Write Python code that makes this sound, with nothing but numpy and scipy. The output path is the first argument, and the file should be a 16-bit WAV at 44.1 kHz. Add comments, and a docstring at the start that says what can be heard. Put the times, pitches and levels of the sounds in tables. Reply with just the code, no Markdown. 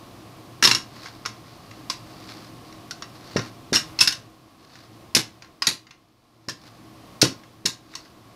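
"""Dull thumps and a bright metal clatter break in, close by, over a low rush that later dips and returns.
A hinged sheet-metal box is slammed again and again onto a wrapped candy on a carpeted floor.
Each blow thumps through the carpet and shakes the loose panels; a harder hit is brighter and
rattles more. Between blows the box clicks and is dragged about. A small room echoes the clatter."""
import sys
import numpy as np
from scipy import signal
from scipy.fft import rfft, irfft, next_fast_len
from scipy.io import wavfile
from scipy.ndimage import map_coordinates

SR = 44100
rng = np.random.default_rng(int(sys.argv[2]) if len(sys.argv) > 2 else 0)


def wav_record(signal):
    """Record a signal, one row per channel, as 16-bit PCM in the file named by sys.argv[1]."""
    frames = np.transpose(np.atleast_2d(signal))
    bounded = np.clip(frames, -1, 1)
    # unit amplitude maps onto the largest positive 16-bit level
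    quanta = np.round(bounded * 32767).astype(np.int16)
    wavfile.write(sys.argv[1], SR, quanta)


N = 368235
T = np.arange(int(SR * 0.4)) / SR  # the time axis of one short sound, in seconds


def amp(db):
    """Turn decibels into a factor to multiply by."""
    return 10 ** (np.asarray(db) / 20)


def unit(x):
    """Scale a signal to an average strength (rms) of 1."""
    return x / np.sqrt(np.mean(x ** 2) + 1e-20)


def along(points, hz):
    """Read between (f/Hz, value) points on a logarithmic frequency axis."""
    freqs, values = np.transpose(points)
    return np.interp(np.log(hz + 1), np.log(freqs + 1), values)


def filtered(x, response):
    """Multiply each frequency in x by the gain response(hz)."""
    size = next_fast_len(len(x) + 8192)
    return irfft(rfft(x, size) * response(np.fft.rfftfreq(size, 1 / SR)), size)[:len(x)]


def shaped(x, tone):
    """Turn parts of a sound up or down, following (f/Hz, level/dB) points."""
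    return filtered(x, lambda hz: amp(along(tone, hz)))


def noise(tone, size):
    """Noise of strength 1, shaped by (f/Hz, level/dB) points."""
    return unit(shaped(rng.standard_normal(size), tone))


def wobble(rate):
    """A smooth curve through `rate` random values a second."""
    values = rng.standard_normal(int(N * rate / SR) + 4)
    return map_coordinates(values, [np.arange(N) * rate / SR])


def add(track, start_s, sound):
    """Mix a sound into the track at the given time."""
    part = track[max(round(start_s * SR), 0):][:len(sound)]
    part += sound[:len(part)]


def fade(fade_s):
    """Die away by 60 dB in fade_s seconds; every fade time below means this."""
    return amp(-60 * T / fade_s)


def ring(tones, scatter_db):
    """A struck object's fading tones, each with a new strength and phase on every blow."""
    return sum(amp(db + scatter_db * rng.normal()) * fade(fade_s)
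               * np.sin(2 * np.pi * (hz * T + rng.random())) for hz, db, fade_s in tones)


def background():
    """A dull rush with a few droning pitches, like a distant fan."""
    # the rush's level, nearly steady at first, dipping and returning later: t/s, level/dB
    rush_levels = [(0.0, -45), (1.56, -46.5), (1.86, -44), (3.72, -46), (3.9, -42), (4.37, -52),
                   (4.67, -53), (5.02, -48), (6.12, -60.5), (6.49, -57), (6.67, -50), (7.16, -46),
                   (7.68, -53), (8.35, -49.5)]
    # the tone of the rush: f/Hz, level/dB
    rush_tone = [(15, -42), (25, -8.5), (44, -10), (113, -2), (246, -2), (313, -1.5), (421, -8.5),
                 (722, -8.5), (997, -13.5), (1080, -7.5), (1490, -18), (4870, -20.5), (7500, -29),
                 (11800, -29.5), (15500, -34.5)]
    # the pitches that drone in it: f/Hz, width/Hz, level/dB
    drone_peaks = [(115.4, 18, 4), (319.1, 10.7, 2), (275, 30, -18), (704, 50, -4), (1088, 130, -2.5)]

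    def peaks(hz):
        return sum(amp(db) / np.sqrt(width) / (1 + (2 * (hz - centre) / width) ** 2)
                   for centre, width, db in drone_peaks)

    drone = unit(filtered(rng.standard_normal(N), peaks))
    level_db = np.interp(np.arange(N) / SR, *np.transpose(rush_levels))
    return amp(level_db) * (amp(-1.17) * noise(rush_tone, N) + amp(-4.5) * drone)


def room(x, echo_db, build_s):
    """Add a small room's blurred echo, which builds up as the walls reply."""
    # how long the room rings: f/Hz, fade/s
    fade_times = [(100, 0.17), (500, 0.28), (2000, 0.26), (5500, 0.22), (12000, 0.12)]
    hz, t, spectrum = signal.stft(rng.standard_normal(len(T)), SR, nperseg=256)
    decay = amp(-60 * t / along(fade_times, hz)[:, None])
    tail = signal.istft(spectrum * decay, SR, nperseg=256)[1][:len(T)]
    tail *= 1 - np.exp(-(T / build_s) ** 2)
    return x + amp(echo_db) * signal.fftconvolve(x, tail / np.linalg.norm(tail))[:len(x)]


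def scuffs():
    """Carpet fibres drag over the metal in an uneven hiss, and some catch with a tiny snap."""
    # the box dragged or shifted by hand: t/s of the fastest moment, length/s, level/dB
    drags = [(1.037, 0.15, -42.5), (1.6, 1, -58), (2.284, 0.34, -47.5), (2.72, 0.17, -58),
             (3.277, 0.23, -48.5), (3.422, 0.12, -44), (4.75, .26, -55), (6.67, 0.27, -58.5),
             (7.998, 0.2, -55)]
    # the tone of carpet rubbing on metal: f/Hz, level/dB
    scuff_tone = [(300, -13), (1100, -0.5), (2500, -6), (3100, -8.5), (4500, 1), (5600, -6.5), (7500, -18),
                  (15000, -25.5)]
    hiss = amp(2.5 * wobble(25) + 3.0 * wobble(300)) * noise(scuff_tone, N)
    catches = (rng.random(N) < 70 / SR) * rng.exponential(size=N)  # about 70 a second
    snap = noise(scuff_tone, len(T)) * fade(0.015)
    snaps = unit(signal.fftconvolve(catches, snap)[:N])
    t = np.arange(N) / SR
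    level = np.full(N, amp(-73))  # the hand never rests quite still
    for s, length, db in drags:
        drop_db = np.where(t < s, 28, 28.5)  # one length before and after the fastest moment
        level += amp(db - drop_db * ((t - s) / length) ** 2)
    return amp(-2) * level * (hiss + 0.33 * snaps)


def thumps():
    """The box's flat side pushes the air out against the carpet and sets the floor booming."""
    # the box landing flat: t/s, level/dB
    landings = [(.630, -18.5), (.652, -12.5), (0.679, -18), (.717, -22), (.753, -25), (3.3618, -5.5),
                (3.7251, -11), (3.757, -24.5), (4.015, -22.5), (4.078, -29.5), (5.1677, -12.5),
                (5.682, -20.5), (6.484, -25), (7.2299, -1.5), (7.654, -20)]
    # the low boom of box, floorboards and room: f/Hz, level/dB
    boom_tone = [(30, -24), (75, -16.5), (112, 3), (160, -2.5), (230, 0), (320, 0.5), (420, -7.5),
                 (560, -11), (750, -22.5), (1200, -34), (3000, -74)]
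    # the lasting tones of the floorboards: f/Hz, level/dB, fade/s
    board_tones = [(114.6, 1.5, 0.26), (235, -2, 0.32), (304, -0.5, .28), (385, -13.5, .22)]
    rocks = [(s + 0.016, db - 11.5) for s, db in landings]  # the box rocks once more, softly
    lead_s = 0.008  # the push starts early so that its middle falls on the landing
    swell = 1 - np.exp(-T / 0.0057)
    out = np.zeros(N)
    for s, db in list(landings) + rocks:
        width_s = 0.00048 * amp(-0.15 * db)  # a harder landing gives a shorter push
        u = (T - lead_s) / width_s
        push = -u * np.exp((1 - u * u) / 2)
        add(out, s - lead_s, amp(db - 3.5) * push)
        boom = noise(boom_tone, len(T)) * (amp(-13.5) * fade(0.11) + amp(-21.5) * fade(0.29))
        boards = amp(-29) * ring(board_tones, scatter_db=-3)
        bass_db = -4.5 - 0.36 * db  # a softer landing sounds deeper
        add(out, s, amp(db) * swell * shaped(boom + boards, [(130, bass_db), (280, 0)]))
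    # a panel this small gives off little deep bass
    return shaped(out, [(30, -2), (50, -4), (78, -3), (105, 0)])


def ripple(depth_db, spacing_hz):
    """Each spot on the sheet favours its own pitches: a random gain across the frequencies."""
    values = rng.standard_normal(512)
    return lambda hz: amp(depth_db * np.interp(hz / spacing_hz, np.arange(len(values)), values))


def note(hz, db, width_hz):
    """The note of a panel or the rim: seven close tones that hand and carpet quickly damp."""
    fade_s = 0.055
    neighbours = [(hz + width_hz * rng.normal(), -8, fade_s) for _ in range(6)]
    return amp(db) * ring([(hz, -2, fade_s)] + neighbours, scatter_db=1)


def clack(knock_db, clank_db, edge_db, rattle_db):
    """One metal contact: a crack, then loose panels chatter in a dying buzz as the steel rings."""
    # the sheet's many crowded tones, heard as noise: f/Hz, level/dB
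    sheet_tone = [(60, -19), (130, -8.5), (350, -9.5), (650, -10), (1100, -8.5), (2000, -4), (2700, -6),
                  (3150, -6), (3800, 2), (5500, 0.5), (6600, -2.5), (7600, -10.5), (11500, -16),
                  (15500, -30)]
    # the panels' strongest tones: f/Hz, level/dB, fade/s
    steel_tones = [(1053, -3.5, .27), (1390, -2.5, 0.15), (1523, -5, .13), (1610, -8, 0.29),
                   (1945, -2, 0.1), (2674, -2, 0.16), (2714, -1, 0.16), (2913, -0.5, 0.22),
                   (3690, -2, 0.15), (4190, 2, .11), (4600, 1, .11), (4740, 0, .10), (4840, 1, .11),
                   (5260, -1, 0.11), (5530, 3, .115), (6300, -8, .1)]
    crack = noise(sheet_tone, len(T)) * fade(0.031)
    chatter = unit(amp(2.5 * wobble(400)[:len(T)]))
    buzz = shaped(noise(sheet_tone, len(T)), [(600, 1.5), (1500, 1.6), (5500, -1), (9000, 2)])
    rattle = amp(rattle_db - 3) * buzz * chatter * fade(0.19)
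    sheet = filtered(crack + rattle, ripple(depth_db=3.5, spacing_hz=150.7))
    ringing = amp(-26) * ring(steel_tones, scatter_db=2)
    # a broad contact favours the low knock and middle clank, a sharp corner the high edge
    tone = [(550, knock_db), (1000, clank_db), (2200, clank_db), (3600, 0.011),
            (6500, 0), (8000, edge_db), (15000, 1.2 * edge_db)]
    return shaped(sheet + ringing, tone)


def clatter():
    """The panels and hinge strike one another at each blow and as the box is lifted."""
    # metal meeting metal; knock, clank and rim say how much of the backed panel, the free sheet
    # and the stiff rim is struck: t/s, level/dB, knock/dB, clank/dB, rim/dB, f/Hz of the panel
    contacts = [(0.625, -1.5, -4.5, 5.5, -6, 1520), (.635, -5, -10.5, -3.5, -6, 1888),
                (.639, -1, -4, 0.5, -3, 2810), (.646, -2, -4.5, 3.5, -1, 1970), (.651, -1, -2, -5, 1, 1090),
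                (.673, 0.5, -5, 2.5, -9, 1076), (.712, -1.5, -8, 5, -3.5, 2760),
                (.748, -5.5, -5, 0, 0.5, 2750), (1.252, -26, 2, 14, -4, 1400),
                (1.259, -12.5, 6, 5.5, -13, 1420), (1.899, -9, 3, 2, -9, 1060),
                (2.909, -16.5, -4, -3, -5, 1400), (3.022, -20, -4, 10, -5, 1047),
                (3.364, -15.5, 2, 9.5, -9, 1045), (3.367, -13.5, -2, 9, 1, 2640),
                (3.391, -21.5, 2, 11.5, -1, 1047), (3.729, -7, -1, 6, -10.5, 2810),
                (3.738, -5.5, -1.5, 3.5, -6.5, 1930), (3.748, -4.5, -5.5, 0, -9.5, 1515),
                (3.756, -3.5, -7, -1, 3, 2845), (3.766, -7, -4.5, 4, 0, 2850),
                (3.989, -10, -15, 1, 4, 2700), (4.005, -7.5, -14.5, 0, -3, 1900),
                (4.009, 3.5, -20.5, -1.5, 1, 2640), (4.028, -8, -13, -1.5, -7.5, 2610),
                (4.074, -2.5, -15.5, -0.5, 2.5, 2650), (4.123, -12, -10, -0.5, -7.5, 2910),
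                (5.149, 3, -2.5, -3, -8, 2586), (5.166, -4, -3, 4, -13.5, 1606),
                (5.621, -8.5, 1.5, 6, -2.5, 1113), (5.655, -27, -6.5, 0, -12.5, 1400),
                (5.669, 1, -2.5, -4, -10, 1905), (5.710, -19, 7, -0.5, -11, 2630),
                (6.485, -14, 4, 2.5, -8, 1050), (6.494, -16, 5, -1, -4, 1700),
                (7.215, 1, -8, 0, -4.5, 1435), (7.218, .3, -6, -3, -6, 2674),
                (7.250, -13, -2, 3.5, -4.5, 1063), (7.655, -11.5, -8, 1, -6.5, 1903),
                (7.658, -3, -7.5, -3.5, -10, 2890), (7.952, -17, -8, -1.5, -5, 1060)]
    # light ticks of the loose hinge: t/s, level/dB
    hinge_ticks = [(.963, -32), (1.058, -21.5), (1.711, -28.5), (2.289, -24.5), (2.725, -30), (4.754, -32),
                   (5.422, -24.5), (5.445, -35), (5.868, -35), (5.908, -27), (7.435, -34), (7.937, -29.5),
                   (8.055, -35)]
    attack = 1 - np.exp(-T / 0.001)
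    out = np.zeros(N)
    for s, db, knock_db, clank_db, rim_db, panel_hz in contacts:
        panel_db = -7 - 0.22 * db + 0.4 * rim_db  # a hit on the rim leaves the panel free to sing
        panel = note(panel_hz, panel_db, width_hz=80)
        rim_hz = 5420 + 130 * rng.normal()  # shifts with the spot that is hit
        rim = note(rim_hz, rim_db, width_hz=190)
        edge_db = 0.15 * db - 0.4 * clank_db  # harder is brighter, broader is duller
        rattle_db = -9 + 0.25 * db  # a harder hit shakes more parts loose
        blow = attack * (clack(knock_db, clank_db, edge_db, rattle_db) + panel + rim)
        add(out, s, amp(db - 8) * room(blow, echo_db=-14.5, build_s=0.007))
    for s, db in hinge_ticks:
        tick = attack * clack(knock_db=2, clank_db=12, edge_db=-5.5, rattle_db=-16)
        add(out, s, amp(db - 12.5) * room(tick, echo_db=-12, build_s=0.011))
    return out


def scene():
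    """All the sounds added together in one channel."""
    return (clatter() + thumps() + scuffs() + background())[None]


def record(dry):
    """Round off the loudest peaks and remove the very highest treble."""
    top_hz = 15600
    rounded = dry[0] / (1 + np.abs(dry[0]) ** 4) ** (1 / 4)
    return filtered(rounded, lambda hz: hz < top_hz)[None]


dry = scene()
out = record(dry)
wav_record(out)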